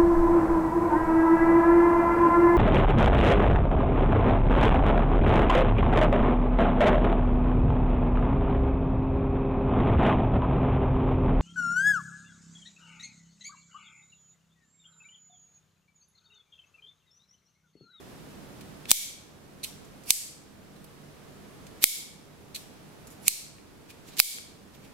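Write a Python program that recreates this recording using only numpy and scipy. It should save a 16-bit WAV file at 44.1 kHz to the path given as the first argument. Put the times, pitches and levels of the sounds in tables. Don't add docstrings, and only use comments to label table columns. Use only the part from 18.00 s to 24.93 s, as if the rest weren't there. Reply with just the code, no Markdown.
import sys
import numpy as np
from scipy import signal
from scipy.fft import rfft, irfft
from scipy.io import wavfile
from scipy.ndimage import uniform_filter1d

SR = 44100
rng = np.random.default_rng(int(sys.argv[2]) if len(sys.argv) > 2 else 0)


def gain_from_decibels(decibels):
    exponent = np.asarray(decibels, float) / 20
    return 10 ** exponent


def file_out(sig):
    cols = np.atleast_2d(sig).T
    lim = np.clip(cols, -1, 1)
    pcm = np.round(lim * 32767).astype(np.int16)
    wavfile.write(sys.argv[1], SR, pcm)


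N = 305613
BINS = np.arange(4097) * SR / 8192
LEFT_RIGHT = np.array([[1], [-1]])

# start_s, level_db, room_share_db, left_minus_right_db, overload_db
SNAPS = [
    (0.9147, 3, 3, 2, 9.5),
    (2.1054, 1.3, 1.5, -1.5, 5.5),
    (3.8403, 2, 4.5, 4.5, 9.5),
    (5.2807, -1, 0, -2, 4.5),
    (6.2001, 3.5, 2, 0.5, 12),
]
# frequency_hz, left_minus_right_db
KNIFE_SIDES = [(1500, -5.5), (2500, 5), (4500, -6.5), (8000, 0.5), (15000, -12)]


def snaps():
    # free_1_hz, free_2_hz, muted_1_hz, muted_2_hz, muting_db
    grips = [(5810, 7900, 5000, 12800, -4), (6100, 8550, 9500, 13000, -5), (8250, 12700, 5200, 7400, -5),
             (6940, 8800, 3300, 5600, -13.5), (4600, 12600, 3000, 6500, -5.5)]
    # thump_hz, thump_level_db, width_octaves, handle_mode_hz, mode_level_db
    thumps = [(850, -7.5, 0.67, 2450, -1), (900, -24, 1.3, 2500, -0.5), (197, -8, 1.3, 2270, 0),
              (250, -22, 2.2, 2420, 2), (1402, -9, 1.5, 2420, 4)]
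    # tilt_db_per_octave, first_hz, first_db, second_hz, second_db
    sings = [(1, 2290, 9, 5900, 4), (0.5, 8170, 6, 11600, 3), (2, 2210, 11, 5300, 4), (0, 8200, 5, 4150, 5),
             (2.5, 2280, 12.5, 4830, 5)]
    # frequency_hz, density_db_per_hz
    lock_colour = [(1030, -41), (1900, -17), (2750, -12), (3350, -3), (4500, -8), (7500, -4), (14300, -6),
                   (16000, -13)]
    # frequency_hz, density_db_per_hz
    stop_colour = [(1030, -46), (1750, -20), (2400, -9.5), (3000, -12), (4400, -7), (5600, -4),
                   (13500, -6.5), (16000, -13.5)]
    total = 0
    for (s, db, room_db, pan_db, _), grip, thump, sing in zip(SNAPS, grips, thumps, sings):
        tilt_db, first_hz, first_db, second_hz, second_db = sing
        far_db = ring(stop_colour if is_closing(s) else lock_colour, tilt_db, 0.52)
        far_db = far_db + first_db * bump(first_hz, .075) + second_db * bump(second_hz, .075)
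        snap = contact(s, db - 1.5, .03, 3.1, crack(grip), far_db, 1.2)
        snap = snap + knock(s, db, *thump)
        total = total + snap * gain_from_decibels(np.array([[pan_db / 2], [-pan_db / 2], [room_db]]))
    return total


def is_closing(s):
    return min(abs(s - 2.1), abs(s - 5.28)) < .3


def crack(grip):
    # frequency_hz, density_db_per_hz
    crack_colour = [(150, -50), (250, -32.5), (1750, -26), (2400, -14), (3050, -1.5), (4400, 1.5),
                    (14600, -1), (16000, -8)]
    free = sum(5.5 * bump(hz, .05) for hz in grip[:2])
    muted = sum(grip[4] * bump(hz, .07) for hz in grip[2:4])
    return along(crack_colour, BINS) + free + muted


def knock(s, db, thump_hz, thump_db, octaves, mode_hz, mode_db):
    palm_db = thump_db - 10 * (np.log2(np.maximum(BINS, 1) / thump_hz) / octaves) ** 2
    handle = gain_from_decibels(2 * mode_db) * bump(mode_hz, .14) ** 3
    power = gain_from_decibels(2 * np.maximum(palm_db, -90)) + handle
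    blow = causal(10 * np.log10(power)) * np.sqrt(np.mean(power)) * gain_from_decibels(db + 19)
    pair = blow * gain_from_decibels(LEFT_RIGHT * along(KNIFE_SIDES, BINS) / 2)
    return np.pad(irfft(pair), ((0, 1), (int(s * SR), N)))[:, :N]


def rubs():
    # frequency_hz, density_db_per_hz
    open_colour = [(1030, -40), (1750, -8), (1940, -11.5), (2270, -4.5), (2540, -5), (3400, -1.5),
                   (5170, -3.5), (5790, 0), (6350, -5), (7660, -2), (11600, -4.5), (14500, -5.5),
                   (16300, -13)]
    # frequency_hz, density_db_per_hz
    shut_colour = [(1030, -36.5), (1750, -20.5), (2290, -7), (3150, -9.5), (4250, -7), (4940, -6.5),
                   (5680, 0), (6180, -5.5), (8250, -2.5), (9490, -3.5), (11600, -2.5), (14500, -10),
                   (16300, -18.5)]
    # frequency_hz, density_db_per_hz
    liner_colour = [(1030, -49), (1750, -22), (2530, -5.5), (3050, -9), (3410, -8.5), (4140, 2),
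                    (5220, -16), (6000, -3.5), (6520, -9), (9790, -9), (12200, -12), (13800, -15),
                    (16000, -23)]
    total = 0
    for s, db, rise_ms, fall_ms, tilt_db, mode_hz in small_contacts():
        unlocking = min(abs(s - 1.64), abs(s - 4.55)) < .05
        colour = liner_colour if unlocking else shut_colour if is_closing(s) else open_colour
        steel_db = ring(colour, tilt_db, 1.0)
        touched_db = 9 * bump(mode_hz, 0.056)
        far_db = along(open_colour, BINS) if unlocking else steel_db + 0.44 * touched_db
        rub = contact(s, db, rise_ms, fall_ms, steel_db + touched_db, far_db, 2.5)
        total = total + rub * gain_from_decibels(np.array([[0], [0], [-2.5]]))
    return total


def small_contacts():
    # peak_s, level_db, fall_ms, tilt_db_per_octave, mode_hz
    rides = [
        (0.897, -28.5, 15, -1, 3500),
        (3.828, -25.5, 10, -0.5, 13150),
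        (6.175, -34.5, 24, -3.5, 6995),
    ]
    # peak_s, level_db, rise_ms,
    # tilt_db_per_octave, mode_hz
    lead_ins = [
        (0.912, -27.5, 6, 4, 6000),
        (2.106, -25.5, 14, -1, 2870),
        (3.8395, -24, 5, 1, 3500),
        (5.281, -26, 12, -3.5, 7540),
        (6.2, -31.5, 4, -4, 4200),
    ]
    # peak_s, level_db, rise_ms, fall_ms, mode_hz
    clicks = [
        (0.9078, -9, 0.23, 1.2, 7950),
        (1.6352, -27, 1.8, .8, 4200),
        (1.639, -21.5, 1.2, 2.2, 9500),
        (1.645, -23, 1.2, 4, 3020),
        (3.833, -16, .4, 2.2, 13000),
        (4.548, -29, 1.5, 5.4, 4300),
        (4.552, -25, .6, 1.2, 7500),
        (4.561, -28, 2.5, 5.7, 3300),
        (6.1846, -25, .8, 14, 4200),
        (6.1938, -9, 1, 1.6, 3860),
    ]
    # peak_s, level_db, fall_ms, tilt_db_per_octave, mode_hz
    ticks = [(.61, -45.5, 6.4, -2, 2400), (.856, -35.5, 1.2, -9.5, 2600), (2.037, -48, 5.9, -3, 7010),
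             (2.843, -44.5, 5.8, 1, 11300), (3.668, -43.5, 4, -3, 7000), (5.071, -43.5, 7.6, 0.5, 7070),
             (5.104, -50, 23, 2, 7030), (5.584, -45.5, 3, -13.5, 2500)]
    # peak_s, level_db, swell_ms, tilt_db_per_octave, mode_hz
    scuffs = [(1.852, -50.5, 6, -3, 6970), (2.766, -53.5, 5.3, -2, 3970), (5.125, -56, 16, -1.5, 10600),
              (5.233, -49, 8, 3, 10920), (5.904, -42, 8.6, -3, 2470), (6.087, -45, 15, -2.5, 7100),
              (6.135, -49.5, 22, -4.5, 3940), (6.75, -49, 9.5, -5, 14000), (6.85, -53, 28, -3.5, 2500)]
    events = [(s, db, 5.2, ms, tilt_db, hz) for s, db, ms, tilt_db, hz in rides]
    events += [(s, db, ms, .52, tilt_db, hz) for s, db, ms, tilt_db, hz in lead_ins]
    events += [(s, db, rise_ms, fall_ms, 4.5 + 0.18 * db, hz) for s, db, rise_ms, fall_ms, hz in clicks]
    events += [(s, db, .9, ms, tilt_db, hz) for s, db, ms, tilt_db, hz in ticks]
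    events += [(s, db, ms, ms, tilt_db, hz) for s, db, ms, tilt_db, hz in scuffs]
    return sorted(events)


def contact(s, db, rise_ms, fall_ms, near_db, far_db, grit_db):
    before, size = int(SR * .07), 8192
    t_ms = 1000 * (np.arange(size) - before) / SR
    shape = gain_from_decibels(db) * np.exp(np.where(t_ms < 0, t_ms / max(rise_ms, .02), -t_ms / max(fall_ms, .05)))
    chatter = rng.standard_normal((2, size))
    roughness = gain_from_decibels(grit_db * (rng.exponential(size=size) + 2))
    grit = rfft(chatter * roughness * shape)
    rough_db = 10 * np.log10(uniform_filter1d(np.abs(grit) ** 2, size=90))
    coloured = [g * causal(near_db - r) for g, r in zip(grit, rough_db)]
    strength = np.sqrt(np.sum(shape ** 2))
    mid, side = (strength * c / np.sqrt(np.mean(np.abs(c) ** 2)) for c in coloured)
    apart = np.clip(BINS / 4500, .4, .9)
    pair = (mid + LEFT_RIGHT * apart * side) / np.sqrt(1 + apart ** 2)
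    pair = pair * gain_from_decibels(LEFT_RIGHT * along(KNIFE_SIDES, BINS) / 2)
    delay = np.exp(-2j * np.pi * BINS * before / SR)
    spread = strength * delay * causal(far_db)
    start = int(s * SR) - before
    return np.pad(irfft(np.vstack([pair, spread])), ((0, 0), (start, N)))[:, :N]


def ring(colour, tilt_db, scatter_db):
    # frequency_hz, width_hz, level_db
    steel_modes = [(2220, 150, 3.5), (2560, 350, 1), (4200, 450, 1.5), (4680, 150, 2.5), (6000, 380, 0),
                   (6950, 200, 4), (7950, 130, 0.5), (8460, 150, 3.5), (10420, 300, 1.5), (10850, 300, 4),
                   (12600, 390, 3), (14000, 230, 5.5)]
    db = along(colour, BINS) + tilt_db * np.log2(np.maximum(BINS, 2000) / 5000)
    for (hz, width_hz, mode_db), chance in zip(steel_modes, rng.standard_normal(len(steel_modes))):
        db = db + (mode_db + scatter_db * chance) / (1 + (2 * (BINS - hz) / width_hz) ** 2)
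    return db


def bump(hz, width):
    return 1 / (1 + ((BINS / hz - 1) / width) ** 2)


def causal(db):
    cepstrum = irfft(np.log(gain_from_decibels(np.maximum(db, db.max() - 51))))
    cepstrum[1:4096] *= 2
    cepstrum[4097:] = 0
    response = np.exp(rfft(cepstrum))
    return response / np.sqrt(np.mean(np.abs(response) ** 2))


def along(table, hz):
    points = np.array(table)
    return np.interp(np.log(np.maximum(hz, 1)), np.log(points[:, 0]), points[:, 1])


def room(x):
    # frequency_hz, t60_s
    decay_times = [(500, 0.36), (2500, 0.64), (5000, 0.59), (9000, 0.49), (16000, 0.32)]
    t = np.arange(SR) / SR
    hz, frame_s, cells = signal.stft(rng.standard_normal((2, SR)), SR, nperseg=256)
    cells = cells * gain_from_decibels(-60 * frame_s / along(decay_times, hz)[:, None])
    tail = signal.istft(cells, SR, nperseg=256)[1][:, :SR]
    tail = tail * (1 - np.exp(-(t / 0.0024) ** 2))
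    tail = tail * gain_from_decibels(-5) / np.sqrt(np.sum(tail ** 2) / 2)
    return signal.fftconvolve(x, tail, axes=1)[:, :N]


def tone():
    # frequency_hz, density_db_per_hz
    tone_colour = [(12, -45.5), (20, -18.5), (38, -8), (133, -2.5), (197, -4), (300, -3), (335, -5.5),
                   (443, -6), (509, -9), (692, -11), (865, -14), (1140, -15), (2170, -20), (12600, -30),
                   (15800, -36)]
    # frequency_hz, likeness_0_to_1
    likeness = [(60, .39), (200, 0.4), (640, 0.2), (1400, .17), (6800, .06)]
    # frequency_hz, left_minus_right_db
    tone_sides = [(60, -1.5), (110, -0.5), (200, -3.5), (380, -2), (700, -3.0), (1290, -2), (2380, -2),
                  (4400, -1.0), (8120, -2), (15000, -2.5)]
    # frequency_hz, width_hz, level_db
    machinery = [(148.7, 8, -64), (198.6, 8, -63.5)]
    hz = np.arange(N // 2 + 1) * SR / N
    alike = np.clip(along(likeness, hz), 0, 1)
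    mid, side = rfft(rng.standard_normal((2, N)))
    pair = np.sqrt(1 + alike) * mid + LEFT_RIGHT * np.sqrt(1 - alike) * side
    pair = pair * gain_from_decibels(LEFT_RIGHT * along(tone_sides, hz) / 2)
    steady = level(irfft(pair * gain_from_decibels(along(tone_colour, hz)), N), -47.5)
    for hum_hz, width_hz, db in machinery:
        steady = steady + level(irfft(pair / (1 + (2 * (hz - hum_hz) / width_hz) ** 2), N), db)
    swell = np.interp(np.arange(N) / SR, np.arange(24) * .3, rng.standard_normal(24))
    rumble = signal.sosfiltfilt(signal.butter(1, 500, fs=SR, output="sos"), steady)
    return steady + (gain_from_decibels(.8 * swell) - 1) * rumble


def level(x, db):
    return x * gain_from_decibels(db) / np.sqrt(np.mean(x ** 2))


def scene():
    knife = rubs() + snaps()
    direct, room_feed = knife[:2], knife[2:]
    return direct + room(room_feed) + tone()


def roll_off(x):
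    return signal.sosfilt(signal.butter(12, 16470, fs=SR, output="sos"), x)


def record(dry):
    t = np.arange(N) / SR
    fast_db, slow_db, bass_db = np.zeros((3, N))
    for s, *_, dive_db in SNAPS:
        hold_s = 0.094 + 0.0031 * dive_db
        thin_db = -0.7 + 0.9 * dive_db
        since = np.maximum(t - s - .0019, 0)
        attack = 1 - np.exp(-since / 0.000274)
        fast_db += attack * dive_db * np.clip(1 - (since / hold_s) ** 0.83, 0, 1)
        creep_db = 8 * np.exp(-since / 0.95)
        slow_db = (1 - attack) * slow_db + attack * creep_db
        bass_db += attack * thin_db * np.clip((1.1 * hold_s - since) / .015, 0, 1)
    gain = gain_from_decibels(-fast_db - slow_db)
    bass = signal.sosfiltfilt(signal.butter(1, 400, fs=SR, output="sos"), dry)
    offset = signal.lfilter([1, -1], [1, -np.exp(-1 / (SR * .15))], gain_from_decibels(-48.5) * (1 - gain))
    heard = (dry - (1 - gain_from_decibels(-bass_db)) * bass) * gain + offset
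    heard = np.tanh(heard / 1.3) * 1.3
    heard = signal.sosfilt(signal.ellip(9, .3, 50, 15800, fs=SR, output="sos"), heard)
    return roll_off(np.clip(heard, -1, 1))


dry = scene()
out = record(dry)
file_out(out)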